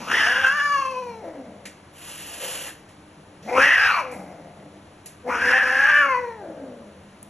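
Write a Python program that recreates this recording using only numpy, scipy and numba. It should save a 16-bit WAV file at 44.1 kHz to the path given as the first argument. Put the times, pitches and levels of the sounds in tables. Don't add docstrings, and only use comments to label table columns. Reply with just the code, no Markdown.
import sys
import numpy as np
from scipy import signal
from scipy.fft import rfft, irfft, next_fast_len
from scipy.io import wavfile
from scipy.ndimage import uniform_filter1d
from numba import njit

SR = 44100
rng = np.random.default_rng(int(sys.argv[2]) if len(sys.argv) > 2 else 0)


def dump(signal):
    limited = np.clip(np.atleast_2d(signal).T, -1, 1)
    pcm = np.round(limited * 32767).astype(np.int16)
    wavfile.write(sys.argv[1], SR, pcm)


N = 321774
TIME = np.arange(N) / SR
MOUTH_WIDTH_HZ = 100
TREMBLE_DB, FALTER_DB = 1.5, 3.5


def yowls(flutter_db=.43, throb_db=1.2, leak_hz=130):
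    effort, pitch, rough, clear, first_hz, second_hz, ring_width_hz, trims = performance()
    rasp_db, sizzle_db, throat_db = trims
    growling = np.clip((430 - pitch) / 80, 0, 1)
    shriek = np.clip((pitch - 590) / 90, 0, 1)
    wide_open = np.clip((first_hz - 1000) / 300, 0, 1)
    leak = leak_hz * rough ** 4
    tremble = TREMBLE_DB * drift(47)
    flutter = flutter_db * drift(25) + throb_db * growling * drift(68)
    effort = effort * from_db(tremble + rough * flutter)
    throat, mouth, rasp, sizzle = band_gains(effort, first_hz, rough)
    split = period_doubling()
    puffs, air, cycles = vocal_folds(pitch, rough, split)
    puffs = puffs * (1 - .6 * shriek)
    air = air * (1 + .3 * shriek) * (1 + .9 * growling)
    fundamental = np.sin(2 * np.pi * cycles)
    falter = FALTER_DB * rough * (drift(8.8) + 1)
    throat *= from_db(-7 * shriek - 3 * growling + wide_open * (throat_db + falter))
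    body = growling * chest(fundamental, effort, pitch)
    low = throat_band(puffs + air, fundamental, pitch, first_hz, leak, shriek, clear)
    undertone = effort * pharynx(split, cycles)
    second = cavity(puffs + 1.6 * air, second_hz, 250 + leak)
    middle = mouth_band(puffs + air, second, first_hz, leak, rough, ring_width_hz)
    rasp *= from_db(rasp_db + TREMBLE_DB * clear * drift(30))
    upper = rasp_band(second, second_hz, leak)
    sizzle *= from_db(.5 + sizzle_db - 4 * shriek)
    top = sizzle_band(puffs, air, first_hz, leak, rough * wide_open, clear)
    voice = throat * low + mouth * middle + rasp * upper + sizzle * top
    return voice + undertone + body + boom(rough, mouth)


# time in seconds, drive in dB, pitch in Hz,
# roughness (0 is clear, 1 and up fully rough), first mouth resonance in Hz.
YOWL_KEYFRAMES = [
    [(0, -38, 261.8, 1.3, 980), (.055, -40.5, 159.2, 1.06, 1120), (.09, -27, 175, 1.1, 1330),
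     (.125, -20, 429, 1.1, 1650), (.16, -18.5, 442.3, 1.3, 1934), (.23, -15.5, 427.9, 0.83, 1726),
     (.3, -19, 491.4, 0.84, 1667), (.42, -20.5, 534.6, 0.81, 1549), (.47, -14, 525.8, 0.34, 1522),
     (.52, -22.5, 577.5, .3, 1540), (.56, -23.5, 602, 0, 1505), (.6, -19.5, 566, 0.33, 1600),
     (.625, -21, 578.3, 0, 1540), (.69, -20, 573.7, 0, 1426), (.73, -19, 559.4, 0, 1324),
     (.785, -17.5, 549, 0.1, 1150), (.815, -25.5, 539.6, 0.22, 1146), (.9, -26.5, 523, 0.24, 1028),
     (1.01, -33.5, 501.7, 0.14, 930), (1.12, -36, 460, 0.07, 788), (1.205, -40, 440, 0.23, 717)],
    [(3.42, -52, 168, 0.62, 447.3), (3.49, -27.5, 244, 0.78, 790.5), (3.515, -27.5, 490, .6, 726),
     (3.545, -21.5, 503.6, 0.68, 844.1), (3.58, -15, 520.3, 0.92, 1306), (3.63, -13.5, 554, 0.93, 1820),
     (3.67, -15, 600, 0.75, 1903), (3.745, -16, 720.8, 0.43, 1857), (3.785, -16, 779.3, 0.81, 1670),
     (3.87, -16, 768, 0.9, 1577), (3.93, -21, 721, 0.8, 1193), (4.0, -21, 631.5, 0.39, 1020),
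     (4.03, -38.5, 509.6, 0.6, 924), (4.13, -39.5, 502.3, 0.81, 790)],
    [(5.235, -50, 501.2, 0.89, 574), (5.265, -32.5, 507.3, 0.92, 693), (5.32, -22, 496.6, 0.94, 1282),
     (5.4, -25.5, 471.2, 1.15, 1600), (5.49, -17.5, 508.8, 0.88, 1715), (5.575, -15, 525.4, 0.64, 1752),
     (5.603, -18.5, 834.6, 0.45, 1670), (5.63, -19.5, 509.4, 0.66, 1710), (5.79, -19, 538, 0.65, 1684),
     (5.89, -13, 595.8, 0.58, 1641), (5.99, -14, 589, 0.2, 1650), (6.05, -18.5, 560.6, 0.22, 1324),
     (6.1, -19, 528.3, 0.02, 1140), (6.16, -19, 495.2, 0.21, 1070), (6.21, -30.5, 495, 0.02, 833),
     (6.3, -32.5, 468, 0, 804), (6.35, -40.5, 437, 0.12, 720), (6.41, -37, 402, 0.17, 685)],
]
MOUTH_SHAPES = [(2486, 0.26, 86, 3.5, -3.5, 1.5, 6, 1.5, -6), (2274, 0.21, 149, 5.5, -3, 1.5, 18, 5.5, -2),
                (2045, 0.44, 82, 0, 3, -2.5, -1, 0, 9)]
def performance(attack_s=.014, release_s=.049, break_s=.035):
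    rows, gate = [], 0
    for number, (yowl, mouth) in enumerate(zip(YOWL_KEYFRAMES, MOUTH_SHAPES)):
        call = [*yowl, *growl(number, yowl[-1][0] + break_s)]
        rows += [(*row, *mouth) for row in call]
        gate = gate + envelope(call[0][0] - attack_s, attack_s, call[-1][0], release_s)
    times, *columns = np.transpose(rows)
    curves = [np.interp(TIME, times, column) for column in columns]
    db, pitch, rough, first_hz, second_hz, follows, ring_width_hz, *pairs = curves
    clear = np.clip((.6 - rough) / .5, 0, 1)
    trims = [scream + clear * (pure - scream) for scream, pure in zip(pairs[::2], pairs[1::2])]
    second_hz = second_hz * (first_hz / 1000) ** follows
    effort = gate * from_db(db)
    return effort, pitch, np.clip(rough, 0, 1), clear, first_hz, second_hz, ring_width_hz, trims


# length in seconds, starting pitch in Hz, sinking time in seconds,
# drive in dB, fade in dB per second, starting first mouth resonance in Hz.
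GROWL_TAILS = [(.45, 355, .33, -35.5, 30, 654), (.75, 200, .42, -39, 21, 740),
               (0.52, 345, .48, -34.5, 25, 625)]
def growl(number, start_s, rest_hz=120, calming_per_s=.3, closing_octaves_per_s=.33):
    length_s, pitch_hz, sink_s, db, fade_db_per_s, mouth_hz = GROWL_TAILS[number]
    age = np.linspace(0, length_s, 12)
    pitch = rest_hz + (pitch_hz - rest_hz) * np.exp(-age / sink_s)
    rough = .85 - calming_per_s * age
    first_hz = mouth_hz * 2 ** (-closing_octaves_per_s * age)
    return np.column_stack([start_s + age, db - fade_db_per_s * age, pitch, rough, first_hz])


def vocal_folds(pitch, rough, split, waver=.008, quiver=.008, wander=.022, slip_share=.055):
    wobble = 1 + waver * drift(22.3) + quiver * drift(71.7) + wander * rough * drift(60.56)
    cycles = np.cumsum(pitch * wobble) / SR
    count = np.arange(1, int(cycles[-1]))
    at = np.interp(count, cycles, np.arange(N))
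    slip, shimmer_db = rng.standard_normal((len(at), 2)).T
    wild, hz, doubled = [curve[at.astype(int)] for curve in (rough, pitch, split)]
    alternation = np.maximum(.63 * wild, doubled) * (-1) ** count
    size = from_db(wild * shimmer_db) * (1 + alternation)
    slip = slip * wild * np.minimum(2 * wild, 1)
    slack = np.sqrt(500 / hz)
    at = np.clip(at + slip_share * slack * slip * SR / hz, 0, N - 2)
    whole, part = at.astype(int), at % 1
    puffs = np.bincount(whole, size * (1 - part), N) + np.bincount(whole + 1, size * part, N)
    turbulence = rng.standard_normal(N) * (1 + np.cos(2 * np.pi * cycles)) * np.sqrt(pitch / 500)
    return puffs, turbulence * (.0037 + .085 * rough ** 1.55), cycles


# start in seconds, stop in seconds, depth from 0 to 1.
VOICE_SPLITS = [(.17, .44, .45), (.58, .615, .3), (5.42, 5.86, .45), (5.88, 6.08, .42)]
def period_doubling(attack_s=.024, release_s=.004):
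    split = sum(depth * envelope(start, attack_s, stop, release_s)
                for start, stop, depth in VOICE_SPLITS)
    return np.clip(split, 0, .9)


# first mouth resonance in Hz, then the gains
# of throat, mouth, rasp and sizzle in dB.
MIX_BY_OPENING = [(544, -4.5, -21, -72, -45.5), (762, -4, -8.5, -18, -27), (912, -3, -7.5, -12.5, -28),
                  (1105, -16, -1.5, -13, -26.5), (1617, -29, -0.5, -12.5, -24.5),
                  (1748, -23, -1, -16, -18.5), (1726, -26, 0, -11.5, -23)]
def band_gains(effort, first_hz, rough, ring_above_db=-29.5, ring_share=.28):
    hz, *columns = np.transpose(MIX_BY_OPENING)
    throat, mouth, rasp, sizzle = [effort * from_db(np.interp(first_hz, hz, db)) for db in columns]
    held_back = np.maximum(effort / from_db(ring_above_db), 1) ** -ring_share
    throat_up, rasp_up, sizzle_up = [held_back * from_db(db * rough ** 2) for db in (6.5, 2, 8)]
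    return throat * throat_up, mouth, rasp * rasp_up, sizzle * sizzle_up


def throat_band(breath, fundamental, pitch, first_hz, leak, shriek, clear, core_share=.1):
    low = cavity(breath, first_hz, MOUTH_WIDTH_HZ + leak)
    low = (1 - shriek) * band(low, 180, 691) + shriek * band(low, 433, 915)
    core = core_share * np.clip((pitch - 430) / 50, 0, 1) * (1 - clear) * np.clip(1 + drift(15), 0, 2)
    return even(np.sqrt(1 - core) * even(low) + np.sqrt(2 * core) * fundamental)


def mouth_band(breath, second, first_hz, leak, rough, ring_width_hz, pierce_share=.45):
    first = cavity(breath, first_hz, MOUTH_WIDTH_HZ + leak)
    vowel = band(first - from_db(-15) * second, 773, 1970)
    ring = band(whistle(first_hz, ring_width_hz), 680, 2700, order=2)
    pierce = pierce_share * np.clip((first_hz - 1300) / 300, 0, 1) * np.clip(2 * rough, 0, 1) ** 2
    return np.sqrt(1 - pierce) * even(vowel) + np.sqrt(pierce) * even(ring)


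def rasp_band(second, second_hz, leak, wall_hz=1800, wall_width_hz=5600):
    third = cavity(second, 1.19 * second_hz, 520 + 2 * leak)
    return even(band(cavity(third, wall_hz, wall_width_hz), 1874, 3970))


# centre in Hz, width in Hz, gain in dB.
HEAD_RESONANCES = [(3500, 500, -8), (4400, 800, -4), (5200, 800, -2), (6100, 1200, -5.5), (8200, 1500, -11),
                   (10400, 1400, -5)]
def sizzle_band(puffs, air, first_hz, leak, screaming, clear, squeal_db=-5, nose_db=1):
    bright = puffs + 14 * air + .038 * rng.standard_normal(N)
    head = sum((-1) ** k * from_db(db) * steep_resonance(bright, hz, width)
               for k, (hz, width, db) in enumerate(HEAD_RESONANCES))
    squeal = even(band(cavity(bright, 2.96 * first_hz, 380 + leak), 4900, 8200))
    nasal = from_db(nose_db) * clear * nose(puffs, first_hz)
    return even(even(band(head, 4060, 12000)) + from_db(squeal_db) * screaming * squeal + nasal)


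# centre in Hz when the first mouth resonance is at 1 kHz,
# width in Hz, relative level in dB.
NOSE_RESONANCES = [(4420, 320, 6), (5970, 760, 1)]
def nose(puffs, first_hz, follows=.25):
    out = 0
    for hz, width_hz, db in NOSE_RESONANCES:
        centre = hz * (first_hz / 1000) ** follows
        out = out + from_db(db) * rms_one(cavity(cavity(puffs, centre, width_hz), centre, width_hz))
    return even(out)


def pharynx(split, cycles, gain_db=-7):
    tone = split * from_db(FALTER_DB * drift(18)) * np.cos(3 * np.pi * cycles)
    return from_db(gain_db) * resonance(tone, hz=785, width_hz=130)


def chest(fundamental, effort, pitch, centre_hz=250, span_octaves=.56, drive_limit_db=-38):
    response = np.exp(-(np.log2(pitch / centre_hz) / span_octaves) ** 2)
    drive = np.minimum(effort, from_db(drive_limit_db))
    return from_db(FALTER_DB * drift(9.7)) * drive * response * fundamental


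def boom(rough, mouth_gain, gain_db=-34):
    rumble = rms_one(resonance(rng.standard_normal(N), hz=87, width_hz=12))
    gain = from_db(gain_db) * rough ** 2 * np.sqrt(mouth_gain * mouth_gain.max())
    return band(gain * rumble, 47.7, 200, order=2)


# start in seconds, length in seconds, first and last
# frequency in Hz, level in dB.
SQUEAL_FLARES = [(3.783, 0.088, 4930, 5090, -36), (3.828, 0.1, 3690, 4114, -41.5),
                 (3.904, 0.061, 4480, 4350, -39.5)]
def squeals(width_hz=160, attack_s=.0078, release_s=.005):
    out = 0
    for start_s, length_s, from_hz, to_hz, db in SQUEAL_FLARES:
        stop_s = start_s + length_s
        hz = np.interp(TIME, [start_s, stop_s], [from_hz, to_hz])
        out = out + from_db(db) * envelope(start_s, attack_s, stop_s, release_s) * whistle(hz, width_hz)
    return out


# frequency in Hz, relative level in dB.
HISS_EQ = [(150, -20), (600, -7), (1300, -8), (1800, -5), (2200, -9), (2900, 0.5), (3800, -11), (6000, -10),
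           (7500, -5.5), (9000, -6.5), (11000, -3), (12300, -17), (14000, -41)]
def hiss(start_s=1.92, surge_s=2.405, push_s=2.635, stop_s=2.686, surge_db=8, sag_db_per_s=15):
    rise_s, release_s = .024, .023
    surge = surge_db * np.clip((TIME - surge_s) / rise_s, 0, 1)
    sag = sag_db_per_s * np.maximum(TIME - surge_s, 0)
    rush = envelope(start_s, .17, stop_s, release_s) * from_db(-38.5 + surge - sag + 1.5 * drift(36))
    slide_s = surge_s - .1
    throat_hz = np.interp(TIME, [slide_s, surge_s + rise_s], [700, 515])
    throat = rms_one(band(cavity(rng.standard_normal(N), throat_hz, width_hz=70), 250, 1400, order=2))
    grunt = from_db(-41) * envelope(surge_s, .036, surge_s + .036, .014)
    throat_gain = grunt + from_db(-13) * rush * (TIME > slide_s)
    push = from_db(-41) * envelope(push_s, .039, stop_s, release_s)
    mouth = rms_one(steep_resonance(rng.standard_normal(N), hz=1690, width_hz=380))
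    return rush * noise(HISS_EQ) + push * mouth + throat_gain * throat


# start in seconds, stop in seconds, level in dB.
SPIT_CUES = [(-.01, 0.115, -43.5), (3.421, 3.55, -51)]
# frequency in Hz, relative level in dB.
SPIT_EQ = [(500, -9), (2700, 0), (4000, -5), (6000, -1), (8000, -11), (11000, -8), (13000, -25)]
def spits(attack_s=.01, release_s=.02):
    rush = sum(from_db(db) * envelope(start, attack_s, stop, release_s) for start, stop, db in SPIT_CUES)
    return rush * noise(SPIT_EQ)


# start in seconds, # relative level in
# dB, seconds for the ring to fall by 60 dB, brightness in dB per octave.
TICKS_AND_PUFF = [(1.654, -27, 0.16, -4), (2.888, -44.5, 0.27, -4), (4.114, -38.5, 0.48, 6),
                  (5.0585, -30, 0.19, 2), (7.228, -26, 0.017, 16)]
# frequency in Hz, relative level in dB.
WIRE_EQ = [(400, -41), (1200, -15), (1900, 3.5), (3500, -1.5), (6000, 0), (8000, 5.5), (11000, 4.5),
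           (13000, -24), (15000, -38)]
def ticks_and_puff(gain_db=-7, crack_db=2, crack_s=.0012, rise_s=.0011):
    out = np.zeros(N)
    for start_s, db, t60, tilt_db in TICKS_AND_PUFF:
        start = int(start_s * SR)
        age = TIME[:N - start]
        attack = 1 - np.exp(-age / rise_s)
        decay = from_db(-60 * age / t60) + from_db(crack_db) * np.exp(-age / crack_s)
        wires = noise([(hz, eq_db + tilt_db * np.log2(hz)) for hz, eq_db in WIRE_EQ])
        out[start:] += from_db(db) * attack * decay * wires[:len(age)]
    return from_db(gain_db) * out


def cage_scatter(x, share=.41):
    for lag in (23, 41, 67):
        taps = np.r_[share, np.zeros(lag - 1), 1]
        x = signal.lfilter(taps, taps[::-1], x)
    return x


def room_mode(x, hz=500, width_hz=24, gain_db=-3):
    return x + from_db(gain_db) * resonance(x, hz, width_hz)


def tiled_room(x, wet_db=-7, t60_s=.44, treble_t60_s=.34, treble_hz=7000, first_s=.0027, spread=.21):
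    age = TIME[:SR]
    early = from_db(5) * np.exp(-age / .0005)
    decay, short = [(age > first_s) * (from_db(-60 * age / t60) + early)
                    for t60 in (t60_s, treble_t60_s)]
    white = rng.standard_normal((2, SR))
    treble = irfft(rfft(white) * (np.fft.rfftfreq(SR, 1 / SR) > treble_hz), SR)
    mid, side = ((white - treble) * decay + treble * short) / np.sqrt(np.sum(decay ** 2))
    echoes = mid + spread * band(side, 570, 3300, order=1) * [[1], [-1]]
    wet = from_db(wet_db)
    return (x + wet * signal.fftconvolve(x[None], echoes, axes=1)[:, :N]) / np.sqrt(1 + wet ** 2)


# frequency in Hz, relative level in dB.
AIR_EQ = [(25, -12.5), (60, -12.5), (90, 4), (120, -4.5), (230, -4.5), (400, -5.5), (800, -8.5),
          (2000, -16.5), (3000, -19.5), (5000, -26.5), (8000, -26.5), (10800, -23), (12200, -58)]
# frequency in Hz, relative level in dB.
MOTOR_TONES = [(150.7, -62), (199.2, -56.5), (301.5, -59.5), (619.1, -76)]
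def ventilation(air_db=-50, hum_trim_db=-1, waver_db=4.5, side_db=-7.5):
    hum = 0
    for hz, db in MOTOR_TONES:
        level = from_db(db + hum_trim_db + waver_db * drift(8.4))
        hum = hum + level * np.sin(2 * np.pi * hz * TIME + .75 * drift(16))
    side = from_db(side_db) * band(noise(AIR_EQ), 550, 4900, order=2) * [[1], [-1]]
    return np.sqrt(2) * hum + from_db(air_db) * (noise(AIR_EQ) + side)


def from_db(db):
    return 10 ** (np.asarray(db) / 20)


def rms_one(x):
    return x / np.sqrt(np.mean(x ** 2) + 1e-20)


def even(x):
    power = uniform_filter1d(uniform_filter1d(x * x, size=1100), size=1100)
    return x / np.sqrt(np.maximum(power, 0) + 1e-12)


def envelope(start_s, attack_s, stop_s, release_s):
    return np.clip((TIME - start_s) / attack_s, 0, 1) * np.exp(-np.maximum(TIME - stop_s, 0) / release_s)


def drift(rate_hz):
    r = np.exp(-40 * np.pi * rate_hz / SR)
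    slow = signal.lfilter([1], [1, -2 * r, r * r], rng.standard_normal(N // 20 + 2002))[2000:]
    return np.interp(np.arange(N) / 20, np.arange(len(slow)), rms_one(slow))


def noise(colour):
    hz, db = np.transpose(colour)
    size = next_fast_len(N)
    grid = np.fft.rfftfreq(size, 1 / SR) + 1
    gain = from_db(np.interp(np.log(grid), np.log(hz), db))
    return rms_one(irfft(rfft(rng.standard_normal(size)) * gain, size)[:N])


def band(x, low_hz, high_hz, order=4):
    return signal.sosfilt(signal.butter(order, [low_hz, high_hz], "band", fs=SR, output="sos"), x)


def resonance(x, hz, width_hz):
    r = np.exp(-np.pi * width_hz / SR)
    poles = [1, -2 * r * np.cos(2 * np.pi * hz / SR), r * r]
    return signal.lfilter(np.array([1, 0, -1]) * (1 - r * r) / 2, poles, x)


def steep_resonance(x, hz, width_hz):
    return resonance(resonance(x, hz, width_hz), hz, 2 * width_hz)


def cavity(x, hz, width_hz):
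    angle = np.full(N, 2 * np.pi * hz / SR)
    radius = np.full(N, np.exp(-np.pi * width_hz / SR))
    return two_pole(x, angle, radius)


@njit
def two_pole(x, angle, r):
    y = np.zeros(len(x))
    for i in range(2, len(x)):
        c = 2 * r[i] * np.cos(angle[i])
        y[i] = (1 - c + r[i] * r[i]) * x[i] + c * y[i - 1] - r[i] * r[i] * y[i - 2]
    return y


def whistle(hz, width_hz):
    return even(cavity(np.diff(rng.standard_normal(N + 1)), hz, width_hz))


def scene():
    voice = room_mode(cage_scatter(yowls() + squeals()))
    return tiled_room(voice + hiss() + spits() + ticks_and_puff()) + ventilation()


# frequency in Hz, phase lead of the left in radians, left over right in dB.
STEREO_IMAGE = [(300, 0, 0), (750, .2, 4.8), (1150, -.5, 3.6), (1800, 0, .2), (2500, .5, 1.8),
                (3000, .7, -2.2), (4100, 1, 2.4), (4700, 2.5, -3), (5700, 6.2, .5), (6200, 6.3, 0),
                (8500, 9.3, 0), (9500, 9.6, 0), (11700, 12.5, 0)]
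def record(dry, stopband_hz=15400):
    hz, lead, balance_db = np.transpose(STEREO_IMAGE)
    size = next_fast_len(N + 4096)
    grid, sides = np.fft.rfftfreq(size, 1 / SR), np.array([[.5], [-.5]])
    gain = from_db(sides * np.interp(grid, hz, balance_db))
    phase = np.exp(1j * sides * np.interp(grid, hz, lead))
    heard = irfft(rfft(dry, size) * gain * phase, size)[:, :N]
    return signal.sosfilt(signal.cheby2(12, 60, stopband_hz, fs=SR, output="sos"), heard)


dry = scene()
out = record(dry)
dump(out)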